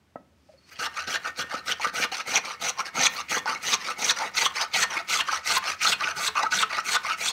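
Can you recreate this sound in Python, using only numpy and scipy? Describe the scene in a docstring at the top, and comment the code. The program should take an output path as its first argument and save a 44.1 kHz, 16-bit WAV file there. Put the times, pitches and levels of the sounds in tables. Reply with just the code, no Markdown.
"""A quiet workshop hums; a small brass hand plane is set down on a clamped board with a dull knock.
Nudged into line with creaks and whispers, it is then worked to and fro about three times a second.
Pushes tear fibres: random snaps ring plane and board and hiss in the shaving; returns rub the sole.
Snags, knocks and thumps are short resonant bursts; rustles are brief, mostly treble, crinkling noise.
Sparse decaying reflections make the room."""
import sys
import numpy as np
from scipy import signal
from scipy.fft import rfft, irfft
from scipy.io import wavfile
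from scipy.ndimage import uniform_filter1d

SR = 44100
rng = np.random.default_rng(int(sys.argv[2]) if len(sys.argv) > 2 else 0)


def generate_wav(sig):
    """Save sig (samples, or channels by samples) to the path in sys.argv[1] as 16-bit PCM at SR."""
    pcm = np.round(np.clip(np.atleast_2d(sig).T, -1, 1) * 32767).astype(np.int16)
    wavfile.write(sys.argv[1], SR, pcm)


N = 322812
TIME = np.arange(N) / SR

# cutting strokes, levels before mixing:
# start_s, length_s, attack_s, level_db, swell_db (start to end), board_re_level_db, hiss_re_level_db
PUSHES = [(.785, 0.091, 0.0068, -31, 6, -1, -13.5), (1.064, 0.11, 0.012, -30.5, 11, 0, -14),
          (1.369, 0.067, .029, -28, -2, -1, -15.5), (1.648, 0.087, 0.037, -27.5, 14, -2, -15.5),
          (1.93, .13, 0.024, -29, 9.5, 1, -12), (2.259, 0.13, 0.031, -25.5, 12.5, -3.5, -16),
          (2.603, 0.11, 0.021, -27, 4, -4, -13), (2.936, 0.14, 0.022, -24.5, 25, -4.5, -17.5),
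          (3.289, 0.11, 0.022, -27.5, -4, -2.5, -13.5), (3.617, 0.14, 0.028, -23.5, 13, -7, -15),
          (3.974, 0.15, 0.031, -24.5, 16, -6, -15.5), (4.349, 0.13, 0.03, -22.5, -2.5, -7, -15),
          (4.729, 0.12, 0.023, -21, -0.5, -7, -16), (5.084, 0.14, 0.019, -23.5, -8, -7, -14),
          (5.449, .14, 0.035, -22.5, -4, -4, -15.5), (5.806, 0.14, 0.032, -21, -3.5, -4.5, -16.5),
          (6.15, 0.14, .022, -28, 16.5, -1.5, -12), (6.509, 0.13, 0.014, -24, 3, -5, -15.5),
          (6.838, 0.13, 0.03, -26.5, 17.5, -5, -12.5), (7.17, .14, 0.032, -27.5, 15, -6.5, -13)]
# gliding strokes, levels before mixing:
# start_s, length_s, attack_s, level_db, swell_db (start to end), board_re_level_db
RETURNS = [(0.667, 0.088, 0.051, -48.5, 26, -6), (0.75, 0.084, .01, -46, 5, -9),
           (0.936, 0.13, 0.04, -33.5, -12.5, 0), (1.232, 0.097, 0.023, -34.5, -19, -1),
           (1.494, 0.13, 0.048, -35, -18, 1.5), (1.791, .12, 0.04, -30.5, -6, 0.5),
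           (2.113, 0.12, 0.0049, -30, -2, -7.5), (2.427, .133, 0.016, -32, -1.5, -4.5),
           (2.774, 0.055, 0.036, -26, -1, 2), (2.846, 0.051, 0.016, -29, 2, -5.5),
           (3.089, 0.14, .02, -34, 17, -4.5), (3.464, 0.14, 0.015, -32, -22.5, 0.5),
           (3.785, 0.15, .018, -31.5, 17, -3.5), (4.15, 0.15, 0.02, -29.5, 3.5, -2),
           (4.524, 0.13, 0.036, -26, 16, -4.5), (4.889, 0.13, 0.022, -29.5, 5.5, 2),
           (5.257, 0.15, 0.017, -28.5, 2, -2.5), (5.618, 0.14, 0.011, -28.5, 2, -3),
           (5.987, 0.15, 0.011, -31, 0.5, 1), (6.351, 0.13, .003, -30.5, -5, 4.5),
           (6.69, 0.13, 0.011, -30.5, 8, 2.5), (7.027, 0.13, 0.012, -29.5, 6, -2.5)]
# plane's place across the board: time_s, lane (0 left edge, 1 middle, 2 right)
LANE = [(.8, 0.26), (1.9, 0.32), (2.6, 1.12), (3.6, 0.83), (4.7, 1.35), (5.8, 1.74), (7.2, 1.5)]
# board modes: pitch_hz, width_hz, left_db, middle_db, right_db, rise_db (start to end of a push)
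BOARD = [(149.5, 13, -16, -34.5, 0, -15), (195, 6.7, -16, -10.5, -3.5, -8),
         (228, 158, -13.5, -5.5, -21.5, 1.5), (425, 61, -6.5, -3.5, -18.5, 6.5),
         (511.6, 60, -2.5, 1, -16.5, 7), (680.5, 49, -1, 1, -3.5, 5.5), (766, 63, -3, 2.5, -9.5, 7),
         (893, 53, -3.5, 7.5, 0, 9.5), (1064, 44, -12.5, 2.5, -4.5, 31), (1205, 39, 9, 7.5, 9.5, 7),
         (1310, 69, 12, 9.5, 9, -0.5), (1358.5, 115, 8, 8, 7, 9), (1490, 44.5, 13.5, 5, 13, 5.5),
         (1605, 57, 10, -0.5, 8, 11), (1830, 12, 11.5, 9, -0.5, 9), (1943, 43, -1, 6, 2, 1),
         (2200, 40, -10, 8.5, -4.5, -10), (2510, 44, -18, -14, 9, 22), (2847, 43, 0.5, -4.5, -8.5, 23)]
# iron snagging in the grain, levels before mixing: peak_s, level_db, sigma_s, ring_hz
SNAGS = [(1.708, -34, 0.014, 3360), (2.033, -23, 0.0099, 2460), (2.356, -20.5, 0.0035, 3150),
         (2.37, -19.5, 0.0096, 2430), (3.057, -16.5, 0.0052, 3690), (3.069, -12, 0.0021, 2300),
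         (3.288, -32, 0.0029, 2300), (3.734, -17.5, 0.007, 3740), (4.048, -19, 0.005, 5950),
         (4.097, -13.5, 0.0039, 3800), (4.377, -21.5, 0.0054, 4200), (4.458, -18, 0.0098, 3200),
         (4.74, -25, 0.004, 4260), (4.814, -26.5, 0.024, 1960), (5.207, -17, 0.0042, 3000),
         (5.821, -23, 0.01, 2300), (5.85, -22, 0.004, 2450), (5.873, -20.5, 0.0061, 3600),
         (5.927, -21.5, 0.0078, 3340), (6.042, -20, 0.0062, 2510), (6.276, -18.5, 0.0046, 3950),
         (6.549, -23.5, 0.01, 5970), (6.591, -20, 0.004, 3530), (6.626, -22, 0.0067, 3360),
         (6.958, -23.5, 0.0092, 3520), (7.286, -22, 0.0044, 3750)]

# release ramps: iron leaving the wood, sole stopping
EXIT_S, STOP_S = 0.015, 0.026


def amp(db):
    """Decibels to gain."""
    return 10 ** (np.asarray(db) / 20)


def unit(x):
    """Scales to an rms of one."""
    return x / np.sqrt(np.mean(x ** 2) + 1e-20)


def read(points, hz):
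    """Interpolates a table on a log-frequency axis."""
    f, value = np.transpose(points)
    return np.interp(np.log(hz + 1), np.log(f + 1), value)


def add(mix, s, sound):
    """Adds a sound into the mix at time s."""
    part = mix[max(round(s * SR), 0):][:len(sound)]
    part += sound[:len(part)]


def wander(rate_hz):
    """Smooth unit-rms noise; its Gaussian spectrum falls to 1/e at the rate."""
    hz = np.fft.rfftfreq(N, 1 / SR)
    spectrum = rfft(rng.standard_normal(N)) * np.exp(-(hz / rate_hz) ** 2)
    return unit(irfft(spectrum, N))


def colour(x, points, size=2048):
    """Minimum-phase filter with the given spectrum that keeps the power of white noise."""
    log_gain = np.log(amp(read(points, abs(np.fft.fftfreq(size, 1 / SR)))))
    taps = np.fft.ifft(np.exp(np.conj(signal.hilbert(log_gain)))).real[:size // 2]
    return signal.oaconvolve(x, taps / np.linalg.norm(taps))[:len(x)]


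def resonate(x, hz, width_hz):
    """One resonance, with gain one at its centre."""
    return signal.lfilter(*signal.iirpeak(hz, hz / width_hz, SR), x)


def soften(x, hz):
    """Wood soaks up the treble: second-order low-pass."""
    return signal.sosfilt(signal.butter(2, hz, fs=SR, output="sos"), x)


def fibres(per_s, spread_db, smooth, clump_db, clump_hz, swell_db):
    """Tiny fractures of uneven size over smooth friction, bunched by the grain of the wood."""
    sizes = amp(spread_db * np.minimum(rng.exponential(1, N), 4)) * rng.choice([-1, 1], N)
    snaps = unit(sizes * (rng.random(N) < per_s / SR))
    grain = amp(clump_db * np.tanh(wander(clump_hz)) + swell_db * np.tanh(wander(83)))
    return unit((snaps + smooth * rng.standard_normal(N)) * grain)


def travel():
    """Place along the board: -.5 at the start of a push, .5 at its end, linear between."""
    ends = [s for start, length, *_ in PUSHES for s in (start, start + length)]
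    return np.interp(TIME, ends, [-.5, .5] * len(PUSHES))


def ring(force, modes):
    """Drives the modes of a body; where the plane is decides how they share the energy."""
    along, lane = travel(), np.interp(TIME, *np.transpose(LANE))
    out, power = np.zeros(N), 0
    for k, (hz, width_hz, *lanes_db, rise_db) in enumerate(modes):
        coupling = amp(np.interp(lane, np.arange(3), lanes_db) + rise_db * along)
        out += (-1) ** k * resonate(force * coupling, hz, width_hz)
        power += coupling ** 2 * np.pi * width_hz / SR
    return out / np.sqrt(power)


def stroke(start_s, length_s, attack_s, level_db, swell_db, release_s, sag_db):
    """Gain of one stroke: attack, a hold that swells or fades as the hand leans, release."""
    ramp_db, ramp_curve = 16, 1.35  # drop at either end, curvature of the ramps
    near = slice(max(int((start_s - .1) * SR), 0), int((start_s + length_s + .15) * SR))
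    t, gain = TIME[near] - start_s, np.zeros(N)
    along = np.clip(t / length_s, 0, 1) - .5
    ramps = np.maximum(1 - t / attack_s, 0) + np.maximum(1 - (length_s - t) / release_s, 0)
    hold_db = level_db + swell_db * along + sag_db * (2 * along) ** 2
    gain[near] = amp(hold_db - ramp_db * ramps ** ramp_curve)
    return gain


def moving(x, patchy_db, comb_db, echo_s, stretch, size=512):
    """Sliding contact: patches vary with the grain, the echo from the board's edge sweeps a comb."""
    overlap = size * 3 // 4
    hz, t, z = signal.stft(x, SR, nperseg=size, noverlap=overlap)
    blur = np.outer(np.hanning(9), np.hanning(14))
    patches = unit(signal.fftconvolve(rng.standard_normal(z.shape[::-1]).T, blur, "same"))
    delay_s = echo_s * np.exp(stretch * np.interp(t, TIME, travel()))
    comb = np.cos(2 * np.pi * hz[:, None] * delay_s)
    # the effect fades in the top treble
    gain = amp((patchy_db * patches + comb_db * comb) / (1 + (hz[:, None] / 11000) ** 4))
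    return signal.istft(z * unit(gain), SR, nperseg=size, noverlap=overlap)[1][:N]


def chatter(rows, width_hz, slips_per_s, jitter):
    """Short fits of stick and slip, each exciting one resonance through two equal filters."""
    turns = np.cumsum(slips_per_s * np.exp(jitter * wander(400))) / SR
    slips = np.diff(np.floor(turns), prepend=0) + 0.081 * rng.standard_normal(N)
    out = np.zeros(N)
    for s, db, sigma_s, hz in rows:
        near = slice(int(s * SR) - SR // 20, int(s * SR) + SR // 20)
        swell = np.exp(-.5 * ((TIME[near] - s) / sigma_s) ** 2)
        fit = resonate(resonate(slips[near] * swell, hz, width_hz), hz, width_hz)
        loudest_rms = np.sqrt(uniform_filter1d(fit ** 2, int(3 * sigma_s * SR) + 1).max())
        out[near] += amp(db) * fit / loudest_rms
    return out


def background():
    """Still air of the workshop as coloured noise, with a low wavering hum of narrow-band noise."""
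    # air: band_hz, shape_db
    air_shape = [(25, -36), (45, -65), (70, 11.5), (100, -0.5), (200, -1), (350, -4), (500, -11.5),
                 (1000, -13.5), (2500, -18), (6000, -24.5), (10000, -31.5), (15500, -36)]
    air_db, hum_db, hum_hz, hum_width_hz = -64, -75, 86, 3.6
    air = colour(rng.standard_normal(N), air_shape, size=8192)
    hum = resonate(rng.standard_normal(N), hum_hz, hum_width_hz)
    hum = unit(resonate(hum, hum_hz, hum_width_hz))
    return amp(air_db) * air + amp(hum_db) * hum


def turning(dust_db, wood_db, far_db):
    """The sole stays on the wood and grinds faintly on dust, rising toward the far end."""
    # hand pressure: time_s, relative_db
    effort = [(.45, -20), (.7, -8), (.9, 5.5), (2.5, 7), (4, 11), (7.3, 10)]
    effort_db = np.interp(TIME, *np.transpose(effort))
    dust = fibres(per_s=1500, spread_db=3, smooth=.9, clump_db=2.5, clump_hz=200, swell_db=2)
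    dust = dust * amp(effort_db + far_db * travel())
    grit = colour(dust, [(300, -6.0), (2200, 4.5), (4200, -8.5), (6200, -10),
                         (7500, -11), (10000, -17.0), (15700, -20)])
    return amp(dust_db) * grit + amp(wood_db) * soften(ring(dust, BOARD), hz=3000)


def set_down():
    """One dull knock of brass on wood: the board's modes over a short dead thud."""
    # pitch_hz, relative_db, t60_s
    modes = [(180, -13, 0.053), (225, -12, 0.047), (264, -4, 0.034), (590, 6.5, 0.022), (663, 5.5, 0.025),
             (710, -13, 0.081), (736, -11, 0.035), (1050, -16, .05), (1300, -6.5, 0.046), (1590, -17, .04),
             (1760, -22, 0.044), (1930, -20, 0.063), (2680, -24, .02)]
    start_s, level_db = .157, -25
    t, out = np.arange(SR // 4) / SR, np.zeros(N)
    knock = sum(amp(db - 60 * t / t60) * np.sin(2 * np.pi * hz * t) for hz, db, t60 in modes)
    knock *= 1 - np.exp(-t / 0.004)
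    burst = rng.standard_normal(len(t)) * np.exp(-t / .003)
    thud = colour(burst, [(80, -15), (200, 0), (400, -2), (900, -3),
                          (2000, -14), (3500, -35), (8000, -55)])
    blow = knock / abs(knock).max() + amp(-10) * thud / abs(thud).max()
    add(out, start_s, amp(level_db) * blow)
    return out


def squeaks():
    """The sole creaks and squeaks by stick and slip as it is nudged into place."""
    # peak_s, level_db, sigma_s, pitch_hz
    rows = [(.315, -72, 0.013, 560), (.492, -49.5, 0.0041, 620), (.539, -53.5, 0.0043, 548),
            (.583, -64, .008, 4400), (.638, -64, 0.0091, 4360)]
    return chatter(rows, width_hz=74, slips_per_s=950, jitter=0.21)


def nudge():
    """The sole whispers over the wood as it is lined up for the first cut."""
    # time_s, level_db
    path = [(.36, -78), (.44, -74), (.53, -65), (.56, -74), (.66, -67), (.7, -51)]
    slide = fibres(per_s=4000, spread_db=1.0, smooth=0.9, clump_db=0, clump_hz=150, swell_db=0.0)
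    level = amp(np.interp(TIME, *np.transpose(path)))
    level = level * (TIME > path[0][0]) * (TIME < path[-1][0])
    return level * colour(slide, [(1000, -3), (2600, 4), (3600, -4), (4650, 4.5), (6000, 0),
                                  (7400, -10), (8500, -7), (10500, -17), (15700, -23)])


def returns():
    """The sole drags back over ridges of the grain: duller, with more of the board in it."""
    # band_hz, shape_db
    rubbing = [(100, -26), (400, -5), (1200, 6), (2300, 9.5), (2800, 8.5), (3400, 0.5), (4300, 6),
               (5100, 2.5), (6100, 4.5), (7500, -11), (9000, -8), (10500, -16.5), (11500, -16),
               (15700, -24)]
    sag_db, board_sag_db, board_swell_share = -5, -4.5, 0.9
    low_hz = 306  # the light stroke hardly moves the board below this
    drag = fibres(per_s=3000, spread_db=0.5, smooth=1.0, clump_db=-4.0, clump_hz=248, swell_db=3.5)
    bumps = fibres(per_s=1800, spread_db=3, smooth=0.85, clump_db=2.5, clump_hz=200, swell_db=2.5)
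    rub, board = np.zeros((2, N))
    for start, length, attack, db, swell, ring_db in RETURNS:
        rub += stroke(start, length, attack, db, swell, STOP_S, sag_db)
        board += stroke(start, length, attack, db + ring_db, board_swell_share * swell,
                        STOP_S, board_sag_db)
    sole = amp(-3.0) * colour(drag * rub, rubbing)
    wood = amp(1.5) * soften(ring(bumps * board, BOARD), hz=3000)
    high_pass = signal.butter(2, low_hz, "highpass", fs=SR, output="sos")
    scrape = signal.sosfilt(high_pass, sole + wood)
    return moving(scrape, patchy_db=4.0, comb_db=2.0, echo_s=0.000856, stretch=0.6)


def bench(level_db, hz, width_hz, overhang_db):
    """Strokes rock the bench at its lowest mode, more so near an edge of the board."""
    shove = np.sqrt(sum(stroke(*row[:5], release_s=.03, sag_db=-17) for row in PUSHES + RETURNS))
    off_centre = abs(np.interp(TIME, *np.transpose(LANE)) - 1)
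    force = shove * amp(overhang_db * off_centre) * rng.standard_normal(N)
    return amp(level_db) * unit(resonate(resonate(force, hz, width_hz), hz, width_hz))


def rustles():
    """A loose shaving crinkles as it is brushed aside: fine snaps, mostly treble."""
    # peak_s, level_db, sigma_s
    rows = [(.728, -57, 0.012), (3.14, -47.5, 0.026), (3.42, -67, .012), (5.579, -32, .004)]
    crinkle = fibres(per_s=5600, spread_db=6, smooth=.7, clump_db=4.5, clump_hz=300, swell_db=-2.0)
    level = sum(amp(db) * np.exp(-.5 * ((TIME - s) / sigma_s) ** 2) for s, db, sigma_s in rows)
    return colour(crinkle * level, [(3000, -19), (7000, -7), (10000, -3), (15700, 2)])


def contact():
    """How firmly the iron cuts: it sticks, so the tearing dips, just before each snag."""
    stick_db, stick_s = -2.5, 0.0054
    db = np.zeros(N)
    for s, _, sigma_s, _ in SNAGS:
        near = slice(int(s * SR) - SR // 20, int(s * SR) + SR // 20)
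        dip = stick_db * np.exp(-((TIME[near] - s + sigma_s + stick_s) / stick_s) ** 2)
        db[near] = np.minimum(db[near], dip)
    return amp(db)


def pushes():
    """The iron tears fibres: they ring plane and board while the shaving hisses out of the mouth."""
    # plane and iron: pitch_hz, width_hz, left_db, middle_db, right_db, rise_db (start to end of push)
    plane = [(2300, 430, 9, 18.5, 0, -24), (2730, 270, 10, -40, 14, 50), (2870, 410, 21.5, -21, -5, 18),
             (3413, 200, 14, 6.5, 10.5, 16), (3838, 55, -33, 15, 2, 6), (3830, 300, -34, 8, -28, -4),
             (4290, 30, -4, 11, 19, 14), (5000, 450, 21, -27, 16, -29), (5790, 410, 12, 18, -6, -6),
             (6387, 550, -19, 19, -7.5, -4), (6170, 600, -23, -10.5, 14, -17), (7690, 1700, -37, -1, 6, 5),
             (8800, 700, -26, -47, 0, 16)]
    # band_hz, shape_db
    tearing = [(100, -39.5), (300, -6), (700, 0.5), (1500, -3.5), (2400, 15), (3200, 3.5), (4300, 15.5),
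               (5100, 10), (6000, 7.5), (6700, 9.5), (9000, -39), (11000, -71)]
    # band_hz, shape_db
    shaving = [(5000, -23.5), (7500, 6), (9000, 3), (9800, 3), (10400, -7.5), (11500, 0), (12500, -4),
               (13600, -2.5), (15700, -7.5)]
    sag_db = 2  # eases in mid stroke
    board_swell_share, board_lag_s = 0.27, 0.0027  # board shakes on after the iron leaves
    hiss_swell_share, hiss_attack_s, hiss_break_s, hiss_early_s = 0.65, .015, .012, 0.00083
    firmness = contact()
    tear = firmness * fibres(per_s=4000, spread_db=3, smooth=0.51,
                             clump_db=-0.2, clump_hz=350, swell_db=4.0)
    split = firmness * fibres(per_s=3000, spread_db=5, smooth=0.38,
                              clump_db=-3.0, clump_hz=300, swell_db=3.0)
    curl = fibres(per_s=16000, spread_db=0.5, smooth=0.66, clump_db=1.0, clump_hz=400, swell_db=1.5)
    cut, board, hiss = np.zeros((3, N))
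    for start, length, attack, db, swell, ring_db, hiss_db in PUSHES:
        cut += stroke(start, length, attack, db, swell, EXIT_S, sag_db)
        board += stroke(start, length + board_lag_s, attack, db + ring_db,
                        board_swell_share * swell, EXIT_S, sag_db=4.0)
        hiss += stroke(start, length - hiss_early_s, hiss_attack_s, db + hiss_db,
                       hiss_swell_share * swell, hiss_break_s, sag_db=-1.0)
    iron = amp(-6.5) * colour(tear * cut, tearing)
    iron += amp(-5.5) * soften(ring(split * cut, plane), hz=9300)
    wood = amp(2.0) * soften(ring(tear * board, BOARD), hz=3200)
    curls = amp(-2.5) * colour(curl * hiss, shaving)
    return moving(iron + wood + curls, patchy_db=3.0, comb_db=1.0, echo_s=0.000336, stretch=0.14)


def rumble(level_db, share, sag_db):
    """The push makes the whole board rumble, following only a share of each push's level in dB."""
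    # band_hz, shape_db
    shape = [(70, -26), (110, -14), (160, 0.5), (260, -2), (330, -3), (450, 5.5), (700, -8), (1500, -50)]
    shove = sum(stroke(start, length, attack, share * db, 0, EXIT_S, sag_db)
                for start, length, attack, db, *_ in PUSHES)
    return amp(level_db) * colour(shove * rng.standard_normal(N), shape)


def knocks(breadth, dead, crack_db):
    """Each blow of the sole is a thud at its own pitch plus a brief broad crack of the board."""
    # start_s, level_db (before mixing), centre_hz
    rows = [(1.54, -16.5, 1270), (1.158, -19, 1700), (1.798, -21.5, 904), (2.121, -23, 758),
            (2.777, -29, 1050), (2.793, -13, 1080), (3.051, -16.5, 1200), (3.458, -16, 900),
            (3.886, -16, 1310), (4.1, -11.5, 1750), (4.219, -14.5, 895), (4.461, -9.5, 1104),
            (4.828, -8, 1830), (5.209, -13.5, 1710), (5.286, -14, 1200), (5.328, -13.5, 1310),
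            (5.567, -11, 1030), (5.85, -9.5, 1300), (6.008, -16, 1580), (6.035, -23, 1300),
            (6.073, -12, 1490), (6.354, -18.5, 1160), (6.394, -13, 1130), (6.433, -11.5, 895),
            (6.629, -9, 1300), (6.784, -11, 1370), (6.965, -9.5, 1490), (7.048, -18, 1110),
            (7.103, -15, 1310)]
    out, t, modes = np.zeros(N), np.arange(SR // 8) / SR, 0
    for k, (hz, width_hz, _, middle_db, _, _) in enumerate(BOARD):
        decay = np.exp(-np.pi * width_hz * t)
        modes += (-1) ** k * amp(middle_db) * width_hz * decay * np.cos(2 * np.pi * hz * t)
    answer = 2 * np.pi * modes / SR + dead * (t == 0)
    for s, db, hz in rows:
        thud = soften(resonate(answer, hz, breadth * hz), hz * 2)
        burst = rng.standard_normal(len(t)) * np.exp(-t / .0018)
        crack = colour(burst, [(150, -10.5), (500, -43.0), (1200, 6), (2500, 8.5),
                               (6000, 13), (8000, -16), (15000, -42)])
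        blow = thud / abs(thud).max() + amp(crack_db) * crack / abs(crack).max()
        add(out, s, amp(db) * blow)
    return out


def rocking(t60_s, soft_s):
    """The board dips under the hand and bumps its supports: three modes in a soft thump."""
    # start_s, level_db (of the lowest mode, before its envelope), lowest_mode_hz
    rows = [(1.44, -39.5, 202), (1.699, -40, 195), (1.541, -30.5, 203), (1.865, -33.5, 191),
            (1.998, -31, 195), (2.118, -42, 231), (2.29, -37, 188), (2.98, -34, 180), (3.037, -48, 170),
            (3.49, -38, 195), (4.26, -39, 193), (6.443, -38, 197)]
    out, t = np.zeros(N), np.arange(SR // 6) / SR
    for s, db, hz in rows:
        modes = np.sin(2 * np.pi * hz * t)
        modes -= amp(1.0) * np.sin(2 * np.pi * 1.39 * hz * t)
        modes += amp(6.5) * np.sin(2 * np.pi * 2.64 * hz * t)
        add(out, s, amp(db - 60 * t / t60_s) * (1 - np.exp(-t / soft_s)) * modes)
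    return out


def snags():
    """The iron snags in the grain and chatters by stick and slip."""
    return chatter(SNAGS, width_hz=760, slips_per_s=360, jitter=0.3)


def springing():
    """The plane runs off the far edge and the freed board springs back, ringing one mode."""
    # start_s, level_db (before the envelope)
    rows = [(5.929, -42), (6.28, -32.5), (6.631, -33), (6.969, -54)]
    mode_hz, t60_s, rise_s = 434, 0.12, 0.008
    out, t = np.zeros(N), np.arange(SR // 4) / SR
    envelope = amp(-60 * t / t60_s) * (1 - np.exp(-t / rise_s))
    note = envelope * np.sin(2 * np.pi * mode_hz * t)
    for s, db in rows:
        add(out, s, amp(db) * note)
    return out


def room(x, delay_s, size=256):
    """Sparse reflections of random sign, each band dying at its own speed."""
    # band_hz, t60_s
    decay = [(150, 1), (500, 0.3), (1500, 0.3), (4000, 0.22), (8000, 0.2), (15000, 0.21)]
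    count = SR // 2
    taps = rng.choice([-1., 1.], count) * (rng.random(count) < 3000 / SR) * (TIME[:count] > delay_s)
    hz, t, z = signal.stft(taps, SR, nperseg=size)
    tail = signal.istft(z * amp(-60 * t / read(decay, hz)[:, None]), SR, nperseg=size)[1]
    return signal.oaconvolve(soften(x, hz=5770), tail / np.linalg.norm(tail))[:N]


def scene():
    """Sums the work of the plane, the room's answer to it, the bench and the background."""
    work = turning(dust_db=-61.0, wood_db=-58.5, far_db=7.0) + set_down() + squeaks() + nudge()
    work += returns() + rustles() + pushes()
    work += rumble(level_db=-37, share=0.62, sag_db=-2.5)
    work += amp(-4.5) * knocks(breadth=0.086, dead=1.0, crack_db=-5.0)
    work += rocking(t60_s=0.032, soft_s=0.0011)
    work += amp(-6.0) * snags() + springing()
    drone = bench(level_db=-68.5, hz=82.3, width_hz=10.5, overhang_db=31)
    return (work + amp(-14) * room(work, delay_s=0.0058) + drone + background())[None]


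def record(dry):
    """The small microphone loses the deepest bass; then the recorder's steep band limit."""
    mic_order, mic_low_hz, edge_hz = 3, 61, 15780
    high_pass = signal.butter(mic_order, mic_low_hz, "highpass", fs=SR, output="sos")
    thin = signal.sosfilt(high_pass, dry)
    band_limit = signal.firwin(801, edge_hz, window=("kaiser", 9), fs=SR)
    return signal.oaconvolve(thin, band_limit[None], "same")


dry = scene()
out = record(dry)
generate_wav(out)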